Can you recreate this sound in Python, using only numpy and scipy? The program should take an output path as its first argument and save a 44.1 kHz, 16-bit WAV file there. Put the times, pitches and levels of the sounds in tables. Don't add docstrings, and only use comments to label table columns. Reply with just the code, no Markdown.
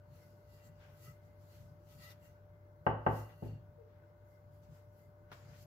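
import sys
import numpy as np
from scipy import signal
from scipy.io import wavfile
from scipy.ndimage import uniform_filter1d

SR = 44100
rng = np.random.default_rng(int(sys.argv[2]) if len(sys.argv) > 2 else 0)


def boost_factor(decibels):
    exponent = np.asarray(decibels, float) / 20
    return 10 ** exponent


def int16_out(signal):
    q = np.round(np.clip(np.atleast_2d(signal).T, -1, 1) * 32767)
    wavfile.write(sys.argv[1], SR, q.astype(np.int16))


N = 249585

# frequency [Hz], level [dB per Hz].
FINE_COLOUR = [(4410, -34), (7500, -17), (7950, -2.5), (8870, -4), (11800, 7.5), (15000, 5), (15600, 4.5)]
COARSE_COLOUR = [(1290, -27), (2200, -6), (2810, -5.5), (3550, -7.5), (4470, -2.5), (7480, -6),
                 (9500, -25.5), (12400, -32), (20900, -120)]
DRAG_COLOUR = [(500, 1), (750, -1), (1100, -6.5), (1500, -0.9), (2000, -6.5), (3200, -11), (6000, -21.5),
               (9000, -41)]
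RUMBLE_COLOUR = [(40, -35.5), (60, 4.5), (105, -0.5), (140, 13), (185, -4.5), (230, -9), (400, -30.5),
                 (600, -31)]
# fastest moment [s], speeding up [s], slowing down [s],
# fine hiss [dB], coarser hiss relative to the fine [dB].
STROKES = [(.16, 0.083, 0.34, -80.5, 0.5), (0.548, 0.11, 0.19, -81, 1), (.675, 0.065, 0.029, -78, -3),
           (.84, 0.13, 0.16, -90, 6), (.97, 0.14, .06, -85.5, -3), (1.05, 0.087, 0.12, -69, -2.5),
           (1.26, 0.074, 0.12, -89.5, 1), (1.43, .08, .06, -89, 3), (1.54, 0.13, 0.23, -77.5, 0.8),
           (1.92, 0.092, 0.12, -75.5, 1.8), (2.04, 0.087, .12, -68.5, 1.2), (2.12, .06, 0.022, -72, .6),
           (2.25, 0.059, 0.11, -77.5, -2.5), (2.875, 0.028, 0.068, -84, -6), (3.176, .12, 0.14, -66, -2.5),
           (3.3, 0.068, 0.16, -90, -13), (3.47, 0.18, 0.091, -78.5, -4)]
# fastest moment [s], speeding up [s], slowing down [s],
# fine hiss [dB], coarser hiss relative to the fine [dB].
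BRUSHES = [(4.3, 0.078, 0.17, -90, -4), (4.545, .05, 0.14, -87, -6.5), (4.635, .02, 0.053, -92.5, 8),
           (4.745, 0.085, 0.16, -84, 0), (4.995, .09, 0.14, -84, -6), (5.335, 0.024, 0.17, -80.5, 5),
           (5.5, 0.18, 0.18, -91.5, 12), (5.625, 0.13, 0.041, -73.5, 1.1)]
# fastest moment [s], speeding up [s], slowing down [s], level [dB].
DRAGS = [(.15, .2, 0.34, -85), (.585, .04, 0.2, -77), (.82, 0.044, 0.2, -67), (1.07, .12, 0.35, -83),
         (1.57, 0.17, 0.12, -80), (2.035, .05, .06, -77), (2.1, .025, 0.08, -68), (2.2, 0.087, .4, -82.5),
         (3.3, 0.027, .09, -69.5), (3.435, 0.017, .2, -72), (3.94, 0.13, 0.27, -85),
         (4.77, 0.14, 0.09, -79.5), (5.325, 0.038, 0.19, -70), (5.55, 0.23, 0.15, -71)]
# heaviest moment [s], building [s], easing [s], rumble [dB].
PRESSES = [(.15, 0.26, 0.78, -65), (.72, 0.19, 0.095, -63.5), (.88, 0.041, 0.1, -68),
           (1.09, 0.13, 0.072, -57.5), (1.28, 0.055, .15, -75), (1.65, 0.16, 0.26, -55.5),
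           (2.0, 0.25, 0.36, -62), (2.5, 0.46, 0.096, -69), (2.84, .1, 0.044, -64.5),
           (3.4, 0.14, 0.47, -62.5), (4.72, 0.49, 0.28, -66.5), (5.31, .04, 0.087, -65),
           (5.47, 0.12, 0.52, -58)]


def rubbing():
    fine_rows, coarse_rows = [], []
    for s, up, down, db, more_db in STROKES + BRUSHES:
        fine_rows.append((s, up, down, db))
        coarse_rows.append((s, up, down, db + more_db))
    fine = movements(fine_rows, rest_db=-95.5)
    fine = fine * noise(shaped(FINE_COLOUR), size=256, patchy_db=1.1, lag=6.0) * grit(1.1, 4.0)
    coarse = movements(coarse_rows, rest_db=-96.0)
    coarse = coarse * noise(shaped(COARSE_COLOUR), size=256, patchy_db=2.3, lag=5.74) * grit(0.91, 1.7)
    drag = movements(DRAGS, rest_db=-88.5)
    drag = drag * noise(shaped(DRAG_COLOUR), size=512, patchy_db=1.2, lag=6.0) * grit(1.2, 4.0)
    lumps = grit(3.5, 79)
    rumble = noise(shaped(RUMBLE_COLOUR), size=2048, patchy_db=1.5)
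    rumble = movements(PRESSES, rest_db=-71) * lumps * rumble
    return fine + coarse + drag + rumble


# frequency [Hz], width [Hz], level [dB].
PIN_RUB_MODES = [(1290, 68, 11), (1900, 46, 2), (1986, 18, 5), (2770, 42, -1.5), (2960, 24, -13),
                 (4470, 98, -15), (6200, 260, -22), (7500, 355, -20.5)]
# middle [s], length [s], level [dB],
# frequency of the modes the grip leaves freest [Hz].
SLIDES = [(.2, 0.32, -90, 4500), (0.625, 0.2, -81.5, 2460), (0.663, 0.046, -74, 7500),
          (1.082, 0.058, -69, 1660), (1.062, 0.11, -74.5, 5460), (1.545, 0.11, -101, 3500),
          (1.924, 0.08, -82, 4500), (2.062, 0.082, -65.5, 1900), (2.118, 0.063, -82, 3500),
          (2.25, 0.064, -80.5, 7000), (2.267, 0.066, -79, 2770), (3.243, 0.22, -75, 2820),
          (3.497, 0.13, -76.5, 3360), (3.472, 0.14, -85, 5100)]


def sliding():
    t, out = np.arange(N) / SR, np.zeros((2, N))
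    stick_slip = grit(0.47, 9.6)
    friction = noise(np.zeros_like, size=512, patchy_db=1.0, lag=6.2) * stick_slip
    rolling = boost_factor(-13.5) * movements([row[:4] for row in STROKES], rest_db=-110)
    for hz, width, db in PIN_RUB_MODES:
        level = boost_factor(db) * rolling
        tilt_db = 13 * np.log2(hz / 2760)
        for s, length, level_db, free_hz in SLIDES:
            swell = np.cos(np.pi * np.clip((t - s) / (2.3 * length), -0.5, 0.5)) ** 2
            grip_db = -17 * np.log2(hz / free_hz) ** 2
            level = level + boost_factor(db + level_db + tilt_db + grip_db) * swell
        out += level * resonate(friction, hz, 1.4 * width)
    return out


# start [s], blow [dB], softness [dB lost each half octave well above 420 Hz],
# counter ring [dB], top modes of the pin [dB], time until a hand stills the counter [s].
KNOCKS = [
    (2.8655, -24.5, 0.36, 4.5, 4, .19),
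    (3.0641, -24.5, 0.75, 6, -3, .19),
    (3.4226, -43, 9.5, 5.5, 0, .155),
    (3.4457, -57, 12.5, 3.5, -5, .13),
    (3.46, -49.5, 11.5, 3, -8, .115),
]
# frequency [Hz], level [dB].
BLOW_COLOUR = [(30, -32.5), (55, -11.5), (200, -6.5), (400, -4), (800, -5.5), (1250, -8), (1650, -20),
               (2050, -22.5), (2350, -31), (2800, -22), (3150, -34.5), (3500, -47.5), (5000, -51.5),
               (16000, -102.5)]
# frequency [Hz], level [dB], t60 [s].
PIN_MODES = [(529, 4, 0.03), (770, -0.5, 0.044), (870, 3.5, 0.054), (1120, -1, 0.035), (1220, -10, 0.03),
             (1560, 14, 0.017), (1867, 5.5, 0.059), (1940, -4, 0.011), (2730, -6, 0.019), (2930, 3, 0.059)]
# frequency [Hz], level [dB], t60 [s].
COUNTER_MODES = [(62.6, -1.5, 0.2), (107.5, -4.5, 0.48), (152.3, -7.5, 0.37), (163, 4, 0.11),
                 (260.8, -6.5, 0.3), (289, -17, 0.12), (346.4, 1, 0.13), (404, -8.5, .2), (482.3, -7, 0.22)]


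def knock(db, soft_db, bass_db, top_db, stilled):
    hz, t = abs(np.fft.fftfreq(8192, 1 / SR)), np.arange(SR // 2) / SR
    dulling_db = soft_db * np.log2(1 + (hz / 420) ** 2)
    colour = np.log(boost_factor(read(BLOW_COLOUR, hz) - dulling_db))
    pulse = -np.fft.ifft(np.exp(np.conj(signal.hilbert(colour)))).real[:4096]
    pin, counter = np.zeros(len(t)), np.zeros(len(t))
    for f, d, t60 in PIN_MODES:
        pin += boost_factor(d + top_db * (f > 2400) - 60 * t / t60) * np.cos(2 * np.pi * f * t)
    for f, d, t60 in COUNTER_MODES:
        counter += boost_factor(d + bass_db - 60 * t / t60) * np.cos(2 * np.pi * f * t)
    counter *= boost_factor(-400 * np.maximum(t - stilled, 0))
    counter *= 1 - np.exp(-t / 0.0087)
    click = t == 0
    rings = np.array([boost_factor(-43.5) * pin + click, boost_factor(-40.5) * counter])
    return boost_factor(db) * signal.fftconvolve(rings, pulse[None] / abs(pulse).max(), axes=1)


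# start [s], level [dB], length [s].
SLAPS = [
    (5.316, -51.5, 0.0089),
    (5.325, -54.5, 0.007),
]
# frequency [Hz], level [dB per Hz].
SLAP_COLOUR = [(250, -21), (400, -2), (750, -13), (1050, -1), (1450, -3), (1900, -15), (4500, -18),
               (8400, -39), (12000, -29), (16000, -32)]


def slaps():
    t, level = np.arange(N) / SR, np.zeros(N)
    for s, db, length in SLAPS:
        u = np.maximum(t - s, 0)
        attack = np.minimum(u / 0.00078, 1)
        level += boost_factor(db) * attack * (np.exp(-u / length) + 0.18 * np.exp(-u / 0.044))
    return level * noise(shaped(SLAP_COLOUR), size=256, patchy_db=1.5, lag=4.0)


# start [s], level [dB], frequency [Hz], t60 [s].
TICKS = [
    (2.106, -59, 3850, .04),
    (2.116, -60, 3650, .04),
    (.597, -68, 2400, .015),
]


def ticks():
    t, out = np.arange(2000) / SR, np.zeros((2, N))
    side_phase = np.array([[0], [1.2]])
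    for s, db, hz, t60 in TICKS:
        add(out, s, boost_factor(db - 60 * t / t60) * np.sin(2 * np.pi * hz * t + side_phase))
    return out


# time [s], pitch [Hz], level [dB].
CREAK = [
    (3.755, 505, -90),
    (3.78, 485, -69),
    (3.81, 455, -66),
    (3.83, 435, -76),
    (3.86, 420, -92),
]


def creak():
    pitch = curve(CREAK, 1, off=410) * grit(0.16, 6.7)
    turns = np.cumsum(pitch) / SR
    return boost_factor(curve(CREAK, 2)) * np.sin(2 * np.pi * turns)


# delay [ms], left level [dB], right level [dB].
EARLY = [(1.26, -17.5, 4.5), (2.06, 6, -2), (4, 6.5, 5.5), (5.57, 9, -18), (6.9, 5, -10), (9.06, 3.5, -4.5),
         (12.2, -18.5, -5.5), (13.18, -9.5, 2), (16.34, -14, -41), (22.5, -20, -26), (30.35, -10, -20),
         (38.7, -5, -13), (47.9, -10, -2.5)]
# frequency [Hz], t60 [s].
ROOM_DECAY = [(100, 0.7), (260, 0.34), (500, 0.45), (900, 0.44), (1840, 0.44), (2800, 0.42), (4850, 0.52),
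              (12000, 0.25)]
# frequency [Hz], left-right likeness [0-1].
SAME = [(60, 1), (130, 0.95), (290, 0.66), (640, 0.57), (1400, 0.068), (3000, 0.078), (15000, .03)]


def kitchen(x, wet_db, early_db):
    lag = 16
    taps = np.zeros((2, SR))
    at = np.arange(200, SR - 20, 20) + rng.integers(0, 20, (2, (SR - 201) // 20))
    np.put_along_axis(taps, at, rng.choice([-1., 1.], at.shape), 1)
    hz, t, (left, other) = signal.stft(taps, SR, nperseg=1024)
    hz = hz[:, None]
    same = np.clip(read(SAME, hz), 0, 1)
    right = same * left + np.sqrt(1 - same ** 2) * other
    pair = np.array([left, right]) * boost_factor(-60 * t / read(ROOM_DECAY, hz))
    tail = signal.istft(pair, SR, nperseg=1024)[1]
    tail *= np.clip((np.arange(tail.shape[1]) - 200) / 500, 0, 1)
    tail *= boost_factor(wet_db) / np.linalg.norm(tail[0])
    tail[0, lag] += boost_factor(5.0)
    tail[1, 0] += boost_factor(4.0)
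    for k, (ms, left_db, right_db) in enumerate(EARLY):
        i = round(ms * SR / 1000)
        sign = (-1) ** (k // 2)
        left_lag = lag if k % 2 == 0 else 0
        tail[0, i + left_lag] += sign * boost_factor(left_db + early_db)
        tail[1, i + lag // 2] += sign * boost_factor(right_db + early_db)
    return signal.fftconvolve(x[None], tail, axes=1)[:, :N]


# frequency [Hz], width [Hz], level [dB].
FAN = [(338, 20, -82.5), (930, 10, -97.5), (1495, 66, -84), (2078, 100, -87.5)]
# frequency [Hz], level [dB], left lag [rad],
# left over right [dB].
HUM = [
    (98.8, -62.5, 0.1, 1.5),
    (592.3, -67, 0.27, 2.1),
    (935, -82.5, 2.3, 6.5),
]


def fridge():
    t, side = np.arange(N) / SR, np.array([[1], [-1]]) / 2
    draught = noise(np.zeros_like, size=2048, patchy_db=-4.5)
    out = np.zeros((2, N))
    for hz, width, db in FAN:
        out += boost_factor(db) * resonate(draught, hz, width)
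    for hz, db, lag, lean_db in HUM:
        tone = np.sin(2 * np.pi * (hz * t + rng.random()) - lag * side)
        out += np.sqrt(2) * boost_factor(db + lean_db * side) * tone * grit(0.2, 300.0)
    return out


# frequency [Hz], level [dB per Hz].
AIR_COLOUR = [(25, -30), (42, -9.5), (60, 0), (140, -3.5), (200, -14), (450, -13.5), (900, -18),
              (1600, -26), (2300, -43), (3000, -48), (6000, -48.5), (9000, -65), (12500, -44.5),
              (16000, -38)]


def still_air():
    return boost_factor(-65) * noise(shaped(AIR_COLOUR), size=2048, patchy_db=-0.1, lag=12.4)


def movements(rows, rest_db):
    t, level = np.arange(N) / SR, boost_factor(rest_db)
    for s, up, down, db in rows:
        away = np.where(t < s, (s - t) / up, (t - s) / down)
        level = level + boost_factor(db - 23 * away ** 1.41)
    return level


def grit(depth_db, ms):
    wander = uniform_filter1d(rng.standard_normal(N), max(int(ms * SR / 1000), 1))
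    return evened(boost_factor(depth_db * evened(wander)))


# frequency [Hz], left over right [dB].
BALANCE = [(60, 2), (300, 3), (1200, 3), (2400, 4), (5000, 1.3), (9000, 0.5), (15000, 0)]


def noise(db_at, size, patchy_db, lag=0.0):
    hop, hz = size // 4, np.fft.rfftfreq(size, 1 / SR)
    a, b, c, d, patches = rng.standard_normal((N // hop + 5, len(hz), 5)).T
    patches = uniform_filter1d(patches, size=size // 64, axis=0)
    patches = evened(uniform_filter1d(patches, size=4096 // size * 3, axis=1))
    same = np.clip(read(SAME, hz), 0, 1)[:, None]
    left, other = a + 1j * b, c + 1j * d
    right = same * left + np.sqrt(1 - same ** 2) * other
    late = np.exp(-2j * np.pi * hz * lag / SR)[:, None]
    lean = boost_factor(read(BALANCE, hz) / 2)[:, None]
    z = np.array([left * late * lean, right / lean])
    z *= boost_factor(db_at(hz)[:, None] + patchy_db * patches)
    x = signal.istft(z, nperseg=size, noverlap=size - hop)[1][:, :N]
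    return x / np.sqrt(np.mean(x.mean(0) ** 2))


def resonate(x, hz, width):
    pole = np.exp((-np.pi * width + 2j * np.pi * hz) / SR)
    once = signal.lfilter([1], [1, -pole], x)
    return evened(signal.lfilter([1], [1, -pole], once).real)


def evened(x):
    return x / np.sqrt(np.mean(x ** 2) + 1e-20)


def read(points, hz):
    f, value = np.transpose(points)
    return np.interp(np.log(hz + 1), np.log(f + 1), value)


def shaped(points):
    return lambda hz: np.where((hz < points[0][0]) | (hz > points[-1][0]), -90, read(points, hz))


def curve(rows, column, off=-120):
    rows = np.array(rows)
    return np.interp(np.arange(N) / SR, rows[:, 0], rows[:, column], off, off)


def add(mix, s, sound):
    part = mix[..., round(s * SR):][..., :sound.shape[-1]]
    part += sound[..., :part.shape[-1]]


def scene():
    blows = np.zeros((2, N))
    for s, *how in KNOCKS:
        add(blows, s, knock(*how))
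    pin, stone = blows
    counter = stone * boost_factor([[1.2], [-1.2]])
    in_room = kitchen(pin + 0.19 * stone + creak(), wet_db=6.5, early_db=-0.5)
    return rubbing() + sliding() + in_room + counter + slaps() + ticks() + fridge() + still_air()


def band_limit(x):
    return signal.sosfilt(signal.butter(12, 15720, fs=SR, output="sos"), x)


def record(dry):
    roll_off = signal.butter(3, 42, "high", fs=SR, output="sos")
    mix = signal.sosfilt(roll_off, dry)
    return band_limit(mix)


dry = scene()
out = record(dry)
int16_out(out)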